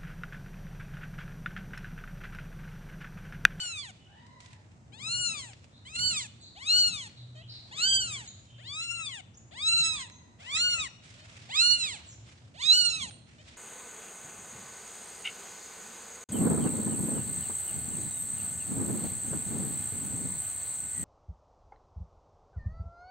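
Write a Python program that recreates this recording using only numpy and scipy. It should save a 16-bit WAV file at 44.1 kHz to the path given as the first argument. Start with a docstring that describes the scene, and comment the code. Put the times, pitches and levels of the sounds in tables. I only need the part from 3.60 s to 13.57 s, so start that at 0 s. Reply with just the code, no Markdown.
"""A thin mew, close by, in a small room: one of a litter of newborn kittens cries again and again.
Its vocal folds arch up to about 1.5 kHz and crack on the way. A faint 3 kHz ring lingers after the
first cry; soft whimpers and short wheezy squeaks come between the others. A cat answers from far off.
Paws rub and tick on a stiff cloth, a dull low rustle swells with the cries, and something hums low."""
import sys
import numpy as np
from scipy import signal
from scipy.fft import rfft, irfft
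from scipy.io import wavfile
from scipy.ndimage import map_coordinates

SR = 44100
rng = np.random.default_rng(int(sys.argv[2]) if len(sys.argv) > 2 else 0)


def inscribe(sig):
    """Save sig as 16-bit PCM at rate SR to the path in sys.argv[1].

    A 1-D sig is mono; a 2-D sig holds one channel per row.
    Samples are clipped to [-1, 1] before scaling.
    """
    pcm = np.round(np.clip(np.atleast_2d(sig).T, -1, 1) * 32767)
    wavfile.write(sys.argv[1], SR, pcm.astype(np.int16))


N = 439677
TIME_S = np.arange(N) / SR

# Noise spectra (frequency [Hz], relative density [dB])
RUMBLE_SPECTRUM = [(25, -36.5), (45, -25), (62, -15), (78, -2.5), (100, 2.5), (125, -10), (170, -6.5),
                   (240, -11.5), (400, -24), (700, -23)]
HISS_SPECTRUM = [(250, -12), (420, -7.5), (900, -7.5), (2000, -13), (4000, -29.5), (5000, -20),
                 (7400, -17.5), (9000, -38), (11000, -64.5)]
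LOW_RUSTLE_SPECTRUM = [(55, -10.5), (80, 3), (220, -5), (400, -16), (900, -17)]
CLOTH_SPECTRUM = [(450, 4), (800, -4), (1500, 1), (2600, 4.5), (5200, -1.5), (7600, -3.5), (9900, -21.5),
                  (13000, -50)]
BREATH_SPECTRUM = [(800, -19.5), (1900, -14.5), (2900, -16.5), (4100, -1.5), (5000, -18.5), (7400, 3.5),
                   (8700, -15.5), (10000, -33)]
# Stereo image of the banded noise (frequency [Hz], left-right correlation [-1..1])
NOISE_CORRELATION = [(60, 0.85), (140, 1), (300, 0.47), (600, 0.61), (1200, -0.31), (4000, 0.15)]
# Room decay (frequency [Hz], T60 [s])
ROOM_DECAY = [(300, 0.24), (3000, 0.81), (6000, 0.58), (10000, 0.033)]
# Swells of the hum (centre [s], half length [s], level [dB])
HUM_SWELLS = [(1.58, 0.13, -45.5), (2.0, 0.57, -58.5), (3.8, 0.2, -44.5), (4.55, 0.19, -49),
              (5.3, 0.27, -50.5)]
# A dull low rustle swells with the cries (centre [s], half length [s], level [dB])
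LOW_RUSTLE_SWELLS = [(1.637, 0.29, -52), (2.467, 0.12, -48), (3.276, 0.2, -53.5), (4.37, 0.29, -52.5),
                     (6.25, 0.27, -52), (7.124, 0.2, -52.5), (8.233, 0.34, -54.5), (9.386, 0.21, -52)]
# Bodies slide on the cloth (start [s], length before the fade [s], level [dB])
BODY_SLIDES = [(-.05, 0.08, -53), (.79, 0.031, -62), (1.5, 0.33, -61.5), (3.0, 0.47, -64.5), (3.9, .2, -65),
               (4.15, 0.46, -58.5), (6.779, 0.18, -55.5), (7.42, 0.99, -56.5), (8.65, 0.064, -60),
               (9.66, .14, -63), (9.851, .15, -59.5)]
# Claws catching, small wet clicks (time [s], relative peak [dB])
CLAW_TICKS = [(0.6657, -47), (0.804, -40), (0.86, -43), (0.931, -42.5), (1.1171, -57), (1.2796, -60),
              (1.933, -38), (2.0429, -43), (2.7603, -58), (4.8544, -55), (6.4982, -39), (7.436, -58),
              (7.7682, -46), (9.5092, -37)]
# Far cat, one curve per call (time [s], pitch [Hz], relative level [dB])
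FAR_CALLS = [
    [(.45, 708, -74), (.55, 923, -66), (.66, 1015, -67.5), (.85, 973, -69.5), (.95, 886, -74),
     (1.08, 750, -98)],
    [(6.15, 847, -78), (6.3, 987, -62), (6.5, 1003, -72), (6.7, 957, -78)],
]
# Far cat's timbre (frequency [Hz], gain [dB])
FAR_RESPONSE = [(1000, 7.5), (2000, 1), (3000, -21), (4000, -4.5), (6000, -20)]
# Thin whistles: first a faint 3 kHz ring lingering after a cry, then short wheezy squeaks
# (start [s], length [s], start pitch [Hz], end pitch [Hz], width [Hz], level [dB])
THIN_WHISTLES = [(0.325, 0.36, 2996, 2910, 122.6, -67), (2.111, 0.11, 3670, 4200, 618, -63.5),
                 (2.793, 0.12, 4100, 4240, 704, -54), (2.804, 0.045, 8150, 6150, 404, -56.5),
                 (3.551, 0.11, 4030, 3910, 488, -56.5), (3.803, 0.07, 2910, 3240, 400, -59.5),
                 (3.865, 0.15, 4130, 4160, 697, -50.5), (3.885, 0.061, 4620, 4760, 80, -46.5),
                 (4.669, 0.029, 7100, 6660, 122.7, -46.5), (4.737, 0.043, 7200, 7000, 200, -65),
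                 (4.659, 0.042, 4080, 3940, 697, -50.5), (4.847, 0.21, 3140, 3060, 98.5, -62),
                 (5.734, 0.036, 4900, 7330, 1480, -63.5), (5.768, 0.02, 6760, 6910, 152, -50),
                 (5.785, 0.14, 6800, 6790, 198, -91), (6.499, 0.094, 6320, 6560, 82.6, -59),
                 (7.255, 0.07, 5720, 5590, 81, -58), (8.45, 0.075, 7680, 6700, 301, -54),
                 (8.496, 0.051, 6620, 5570, 1180, -56.5), (9.465, 0.11, 9140, 8430, 399, -58)]
# Soft low mews (start [s], length [s], end pitch [Hz], level [dB])
WHIMPERS = [(3.752, 0.074, 682, -52), (7.577, 0.084, 663, -58), (9.782, 0.037, 650, -57)]
# Kitten's throat resonances (frequency [Hz], gain [dB])
THROAT_RESPONSE = [(600, -3), (1000, -12.5), (1450, -17.5), (1900, -6), (2400, -8.5), (2900, -5.5),
                   (3500, 1), (4300, -2.5), (5100, -11.5), (5900, -10.5), (7300, -4), (8700, -8),
                   (9700, -32.5), (11000, -25.5)]
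# Treble mismatch of the two microphone ports (frequency [Hz], L-R [dB])
PORT_BALANCE = [(4600, 1.5), (5400, -7.5), (7000, 11.5), (8400, -10.5)]
# Head direction per mew (left lag [ms], low L-R [dB], middle L-R [dB], treble L-R [dB])
HEAD_DIRECTIONS = [(0.307, 6, -10.5, -1.5), (0.431, 15, 5, -3.5), (0.405, 5.5, -16, 1.5),
                   (0.3, 0.5, 4.5, -5), (0.2765, 1.5, -3.5, -1), (0.577, 7, -3, 0),
                   (0.598, 12.5, -8.5, -7.5), (0.5285, 2, -3.5, 4.5), (0.398, 1.5, -11.5, -4.5),
                   (0.314, -5, -13.5, -4)]
# The voice cracks, slips or surges (centre [s], half length [s], roughness [0..1], pitch slip [Hz],
# level change [dB], lift of lows and treble against the middle [dB])
VOICE_CRACKS = [(0.225, 0.032, 0, 61.5, 4, -12), (1.382, 0.026, 0, -82, -0.5, -8),
                (1.593, 0.027, 0, -0.5, -3.5, 8), (1.731, 0.015, 0.2, 38.5, -3, 9),
                (1.77, 0.041, 0.28, -5.5, 0, -4), (2.36, 0.0087, 0.7, 0.0, 6, 5),
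                (2.394, 0.0063, 0.6, -11, 2.5, -4.8), (2.538, 0.032, 0.47, -24.0, -6, 0.7),
                (2.619, 0.015, 1, -15.5, -1.5, -9), (3.05, 0.015, 0.2, -19.5, -10.5, 2),
                (3.244, 0.015, 0, -40.5, 4, 1.7), (3.31, 0.023, 0.22, -0.5, -4.5, 0),
                (4.192, 0.029, 0.55, -45.5, 4.6, 4.5), (5.078, 0.041, 0.1, 45, 2.7, -15.5),
                (5.232, 0.025, 0.22, 23, 3.6, 1.5), (5.312, 0.032, 0.07, -0.5, 7, 12),
                (5.397, 0.03, 0.25, 17.5, 4.1, 13), (5.469, 0.02, 0.1, 1, 5.5, -6),
                (6.25, 0.031, 0.23, -31.0, -2.5, 2.5), (6.411, 0.04, 0.7, -32.5, 0.2, 3.0),
                (6.981, 0.021, 0.6, 11, -7, 1.5), (7.113, 0.026, 0.18, 1, -2.5, 1.3),
                (7.177, 0.026, 0.3, -39, -6, 14.5), (7.957, 0.031, 0.06, -21.5, 1.8, 6),
                (8.18, 0.024, 0.2, -6, -10, -2), (8.249, 0.039, 0.36, 23, 2.3, -1.5),
                (9.034, 0.029, 0.56, 42, -1.2, -1.5), (9.113, 0.024, 0, -27.5, 6.5, -3.5),
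                (9.166, 0.035, 0, 59.5, 0, 2), (9.298, 0.022, 0.18, 2.5, 0, -4),
                (9.382, 0.03, 0.2, 78.5, -2, 1.5), (9.422, 0.02, 0.54, 32.5, 4.5, 0)]
# Cries (start [s], length [s], time to top [s], start pitch [Hz], top pitch [Hz], end pitch [Hz],
# rise curve [exponent], fall curve [exponent], full level [dB], start level [dB], end level [dB],
# attack [s], hold [s], low lift [dB], treble lift [dB])
MEWS = [(-0.25, 0.56, 0.2, 700.0, 1516, 698, 2.1, 2.05, -33.5, -60.0, -51.5, 0.18, 0.17, 3.9, -1.5),
        (1.32, 0.61, 0.28, 722.0, 1445, 706, 2.1, 1.57, -27.7, -65, -57.5, 0.2, 0.16, -1.8, -4),
        (2.25, 0.42, 0.24, 959.0, 1498, 781, 2.52, 1.19, -26.5, -61.5, -48.5, 0.18, 0.12, -1.5, -2.5),
        (2.95, 0.53, 0.26, 605, 1486, 817, 2.21, 1.6, -21.5, -64, -49.9, 0.16, 0.11, -8.5, -11),
        (4.11, 0.56, 0.23, 810.0, 1583, 694.0, 2.4, 1.57, -23.5, -60, -52, 0.13, 0.13, -3, -6),
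        (4.98, 0.63, 0.34, 501, 1384, 685, 2.43, 1.88, -37, -64, -50, 0.18, 0.34, 6, -2.7),
        (5.91, 0.57, 0.232, 547.6, 1368, 817, 2.49, 2.98, -22.5, -63.5, -52.5, 0.16, 0.2, -5.5, -11),
        (6.79, 0.49, 0.25, 625.0, 1455, 880, 1.34, 3.35, -24.5, -64.5, -45.5, 0.18, 0.231, 2.4, -5.5),
        (7.89, 0.49, 0.223, 704, 1440, 654, 3.02, 2.2, -19, -56.5, -50, 0.11, 0.15, -5, -11.5),
        (8.94, 0.56, 0.28, 539.4, 1438, 761, 2.53, 1.87, -21.5, -64.5, -49.5, 0.13, 0.2, -6, -9.5)]


def from_db(db):
    """Decibels to gain."""
    return 10 ** (np.asarray(db) / 20)


def unit_rms(x):
    """Scale to unit power."""
    return x / np.sqrt(np.mean(np.abs(x) ** 2) + 1e-20)


def at_hz(points, hz):
    """Read a curve on a log-frequency axis."""
    knots_hz, values = np.transpose(points)
    return np.interp(np.log(hz), np.log(knots_hz), values)


def swell(x, centre, half_width):
    """Gaussian bump of height 1."""
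    return np.exp(-((x - centre) / half_width) ** 2)


def drift(rate_hz, size):
    """Smooth random curve, spread about 1."""
    knots = rng.standard_normal(2 ** 14)
    return map_coordinates(knots, [np.arange(size) / SR * rate_hz * 2], order=2, mode="wrap")


def span(start_s, end_s):
    """Sample indices and a soft-edged gate."""
    n = np.arange(max(int(start_s * SR), 0), min(int(end_s * SR), N))
    return n, np.clip(np.minimum(n - n[0], n[-1] - n) / (0.0014 * SR), 0, 1)


def delayed(x, lag_ms):
    """Sound reaches the farther microphone port later."""
    return map_coordinates(x, [np.arange(len(x)) - lag_ms / 1000 * SR], order=3)


def bandpass(x, low_hz, high_hz):
    """Butterworth band filter."""
    return signal.sosfilt(signal.butter(2, [low_hz, high_hz], "band", fs=SR, output="sos"), x)


def narrow_noise(hz, width_hz):
    """Breathy line that follows hz."""
    phase = 2 * np.pi * np.cumsum(hz) / SR
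    return drift(width_hz / 2, len(hz)) * np.cos(phase) + drift(width_hz / 2, len(hz)) * np.sin(phase)


def banded_noise(spectrum, flicker_db, flicker_hz):
    """Stereo noise in half-octave bands, each flickering on its own; rms 1."""
    out, white = 0, rng.standard_normal((2, 2, N))
    edges_hz = 22 * 2 ** np.arange(0, 9.6, .5)
    for k, (low_hz, high_hz) in enumerate(zip(edges_hz, edges_hz[1:])):
        hz = np.sqrt(low_hz * high_hz)
        flicker = np.interp(TIME_S * flicker_hz, np.arange(4096), rng.standard_normal(4096))
        if spectrum[0][0] < hz < spectrum[-1][0]:
            mid, side = bandpass(white[k % 2], low_hz, high_hz)
            correlation = at_hz(NOISE_CORRELATION, hz)
            band = np.sqrt(1 + correlation) * mid + np.sqrt(1 - correlation) * side * [[1], [-1]]
            out += from_db(at_hz(spectrum, hz) + flicker_db * flicker) * band
    return unit_rms(out)


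def background(rumble_db=-56, hiss_db=-68, hum_hz=119.3, hum_floor_db=-77.5):
    """Low rumble, wavering hum, faint hiss."""
    rumble = from_db(rumble_db) * banded_noise(RUMBLE_SPECTRUM, flicker_db=2, flicker_hz=19)
    swells = sum(from_db(db) * swell(TIME_S, centre_s, half_s) for centre_s, half_s, db in HUM_SWELLS)
    hum = (from_db(hum_floor_db) + swells) * narrow_noise(np.full(N, hum_hz), width_hz=10)
    hiss = from_db(hiss_db) * banded_noise(HISS_SPECTRUM, flicker_db=0.5, flicker_hz=10)
    return rumble + hum + hiss


def room(x, onset_s=0.015):
    """Diffuse tail, different on each side; the top treble dies first."""
    age_s, tail = TIME_S[:SR], 0
    edges_hz = 250 * 2 ** np.arange(7)
    for low_hz, high_hz in zip(edges_hz, edges_hz[1:]):
        band = bandpass(rng.standard_normal((2, SR)), low_hz, high_hz)
        t60_s = at_hz(ROOM_DECAY, np.sqrt(low_hz * high_hz))
        tail += band * from_db(-60 * age_s / t60_s)
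    tail = unit_rms(tail * np.clip(age_s / onset_s, 0, 1)) / np.sqrt(SR)
    return signal.fftconvolve(x, tail, axes=1)[:, :N]


def near_echoes(x, count=10, lag_range_s=(0.0019, 0.019)):
    """Nearby surfaces reflect, so gliding overtones swell and fade."""
    lags = (rng.uniform(*lag_range_s, (2, count)) * SR).astype(int)
    out = np.zeros((2, N))
    for side in range(2):
        for k, lag in enumerate(lags[side]):
            out[side, lag:] += (-1) ** k * x[side, :N - lag]
    return out / np.sqrt(count)


def low_rustle():
    """A dull low rustle swells with the cries."""
    gain = sum(from_db(db) * swell(TIME_S, centre_s, half_s)
               for centre_s, half_s, db in LOW_RUSTLE_SWELLS)
    return gain * banded_noise(LOW_RUSTLE_SPECTRUM, flicker_db=4.5, flicker_hz=32)


def cloth(stir_db=-77, attack_s=0.029, fade_db_per_s=64.5, grain_db=2, tick_trim_db=-8, tick_s=0.0038):
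    """The weave hisses under sliding bodies; a caught claw lets go with a burst."""
    gain = np.full(N, from_db(stir_db))   # the litter is never quite still
    for start_s, length_s, db in BODY_SLIDES:
        attack = np.clip((TIME_S - start_s) / attack_s, 0, 1)
        fade_db = fade_db_per_s * np.maximum(TIME_S - start_s - length_s, 0)
        gain += attack * from_db(db - fade_db)
    gain *= from_db(grain_db * drift(70, N) + drift(7, N))
    for start_s, db in CLAW_TICKS:
        n, _ = span(start_s, start_s + .05)
        gain[n] += from_db(db + tick_trim_db) * np.exp(-(n - n[0]) / SR / tick_s)
    pan = from_db([[-1], [1]])
    return gain * pan * banded_noise(CLOTH_SPECTRUM, flicker_db=1.5, flicker_hz=14)


def far_cat(blur_hz=110):
    """Lower, longer mews, dulled and blurred by distance."""
    out = np.zeros(N)
    for call in FAR_CALLS:
        times_s, pitches_hz, levels_db = np.transpose(call)
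        n, gate = span(times_s[0], times_s[-1])
        pitch_hz = np.interp(n / SR, times_s, pitches_hz)
        level_db = np.interp(n / SR, times_s, levels_db)
        for k in range(1, 6):
            gain = from_db(level_db + at_hz(FAR_RESPONSE, k * pitch_hz))
            out[n] += gate * gain * narrow_noise(k * pitch_hz, k * blur_hz)
    return np.array([out, out])


def thin_whistles(skirt_db=-5):
    """Short wheezy squeaks and a faint ring after a cry: gliding lines with hiss around them."""
    out = np.zeros(N)
    for start_s, length_s, start_hz, end_hz, width_hz, db in THIN_WHISTLES:
        n, _ = span(start_s, start_s + length_s)
        hz = np.linspace(start_hz, end_hz, len(n))
        whistle = narrow_noise(hz, width_hz)
        skirt = from_db(skirt_db) * narrow_noise(hz, width_hz=1300)
        out[n] += from_db(db) * signal.windows.tukey(len(n), .7) * (whistle + skirt)
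    return np.array([delayed(out, lag_ms=0.339), out])


def breath_puffs(phase):
    """Air escapes in a puff on each cycle of the folds; rms 1."""
    size = len(phase)
    puffs = rng.standard_normal(size) * (1 + np.cos(phase))
    colour = from_db(at_hz(BREATH_SPECTRUM, np.fft.rfftfreq(size, 1 / SR) + 1))
    return unit_rms(irfft(rfft(puffs) * colour, size))


def throat(age_s, pitch_hz, level_db, low_db, treble_db, rough, head, creak_s=0.084, gape_hz=1484,
           flutter_db=3, subharmonic_db=-9, sway_db=4.5, breath_db=-30, rasp_db=-9):
    """Overtones of the folds glide through throat resonances; in a crack, alternate cycles differ."""
    size = len(age_s)
    lag_ms, pan_low_db, pan_mid_db, pan_high_db = head
    creak = 0.42 * np.exp(-age_s / creak_s)   # until the folds lock in
    rough = rough + creak
    slow_jitter = (0.0034 + 0.027 * creak) * drift(44.3, size)
    fast_jitter = (0.0026 + 0.014 * rough) * drift(300, size)
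    pitch_hz = pitch_hz * (1 + slow_jitter + fast_jitter)
    phase = 2 * np.pi * np.cumsum(pitch_hz) / SR
    gape = np.maximum(pitch_hz / gape_hz, 1) ** 0.76   # a gaping mouth raises the resonances
    voice, power = 0, 0
    for k in np.arange(2, 29) / 2:
        hz = k * pitch_hz
        low = at_hz([(2900, 1), (3700, 0)], hz / gape)
        high = at_hz([(4600, 0), (5800, 1)], hz / gape)
        if k % 1 == 0:
            strength = from_db(flutter_db * drift(25.03, size))
        else:
            strength = rough * from_db(subharmonic_db) * drift(80, size)
        colour_db = at_hz(THROAT_RESPONSE, hz / gape) + low * low_db + high * treble_db
        gain = strength * from_db(colour_db) * (hz < SR / 3)
        pan_db = low * pan_low_db + high * pan_high_db + (1 - low - high) * pan_mid_db
        pan_db += at_hz(PORT_BALANCE, hz) + sway_db * drift(7.12, size)
        pan = from_db(pan_db / 2 * [[1], [-1]])
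        pan /= np.sqrt(np.mean(pan ** 2, axis=0))
        voice += gain * pan * np.cos(k * phase + 2 * np.pi * rng.random())
        power += gain ** 2 / 2
    breath = breath_puffs(phase) * (from_db(breath_db) + rough * from_db(rasp_db))
    left, right = from_db(level_db) * (voice / np.sqrt(power) + breath)
    return np.array([delayed(left, lag_ms), right])


def whimpers(edge_db=-3, droop=0.088):
    """Short mews, mouth hardly open; the pitch lifts in the second half."""
    out = np.zeros((2, N))
    for start_s, length_s, end_hz, db in WHIMPERS:
        n, gate = span(start_s, start_s + length_s)
        age_s, marks_s = n / SR - start_s, [0, length_s / 2, length_s]
        pitch_hz = end_hz * (1 - np.interp(age_s, marks_s, [droop, droop, 0]))
        level_db = db + np.interp(age_s, marks_s, [edge_db, 0, edge_db])
        out[:, n] += gate * throat(age_s, pitch_hz, level_db, low_db=6, treble_db=-14,
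                                   rough=0, head=HEAD_DIRECTIONS[0])
    return out


def cracks(time_s):
    """Roughness and changes of pitch, level and colour as the voice cracks."""
    return sum(np.outer(effects, swell(time_s, centre_s, half_s))
               for centre_s, half_s, *effects in VOICE_CRACKS)


def pitch_arch(age_s, length_s, top_s, start_hz, top_hz, end_hz, rise_curve, fall_curve):
    """The folds tighten, then slacken: pitch climbs and falls."""
    to_go = np.clip(1 - age_s / top_s, 0, 1)
    past = np.clip((age_s - top_s) / (length_s - top_s), 0, 1)
    return top_hz - (top_hz - start_hz) * to_go ** rise_curve - (top_hz - end_hz) * past ** fall_curve


def mew(row, head, waver=0.00303, sag_db_per_s=12.5, catch_db=7.5, catch_s=0.018, tremble_db=1.56,
        ring_hz=3140, ring_width_hz=520, ring_db=2.5, focus_db=2, opening_s=0.068, hoarse_s=0.081):
    """One cry: a pitch arch under a swell of effort, which also sets the overtone balance."""
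    start_s, length_s, *tune, full_db, start_db, end_db, attack_s, hold_s, low_db, treble_db = row
    n, gate = span(start_s, start_s + length_s)
    age_s = n / SR - start_s
    rough, slip_hz, surge_db, spread_db = cracks(n / SR)
    rough += 0.25 * np.exp((age_s - length_s) / hoarse_s)   # hoarse as the voice gives out
    pitch_hz = (pitch_arch(age_s, length_s, *tune) + slip_hz) * (1 + waver * drift(14, len(n)))

    marks_s = [0, attack_s, min(attack_s + hold_s, length_s), length_s]
    level_db = np.interp(age_s, marks_s, [start_db, full_db, full_db - sag_db_per_s * hold_s, end_db])
    level_db += catch_db * swell(age_s, catch_s, catch_s)   # the folds catch with a kick
    level_db += surge_db + tremble_db * drift(20, len(n))

    ring = swell(3 * pitch_hz, ring_hz, ring_width_hz)   # third harmonic rings the mouth
    spread_db -= focus_db * ring
    softness_db = full_db - level_db   # a softer voice has more even overtones
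    closed = np.exp(-age_s / opening_s)   # mouth starts nearly shut: thin, nasal
    low_db += spread_db + 0.61 * softness_db - 6 * closed
    treble_db += spread_db + 0.58 * softness_db - 23.5 * closed
    out = np.zeros((2, N))
    out[:, n] = gate * throat(age_s, pitch_hz, level_db + ring_db * ring, low_db, treble_db, rough, head)
    return out


def scene(echo_db=-19, cry_send_db=-23, whistle_send_db=-5, far_send_db=-3):
    """Kittens close by; the far cat is heard only through the room."""
    cries = sum(mew(row, head) for row, head in zip(MEWS, HEAD_DIRECTIONS)) + whimpers()
    whistles = thin_whistles()
    send = from_db(cry_send_db) * cries + from_db(whistle_send_db) * whistles
    reverb = room(send + from_db(far_send_db) * far_cat())
    echoes = from_db(echo_db) * near_echoes(cries)
    return cries + echoes + whistles + reverb + cloth() + low_rustle() + background()


def record(dry, cutoff_hz=10100):
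    """Steep low-pass."""
    return signal.sosfilt(signal.butter(14, cutoff_hz, fs=SR, output="sos"), dry)


dry = scene()
out = record(dry)
inscribe(out)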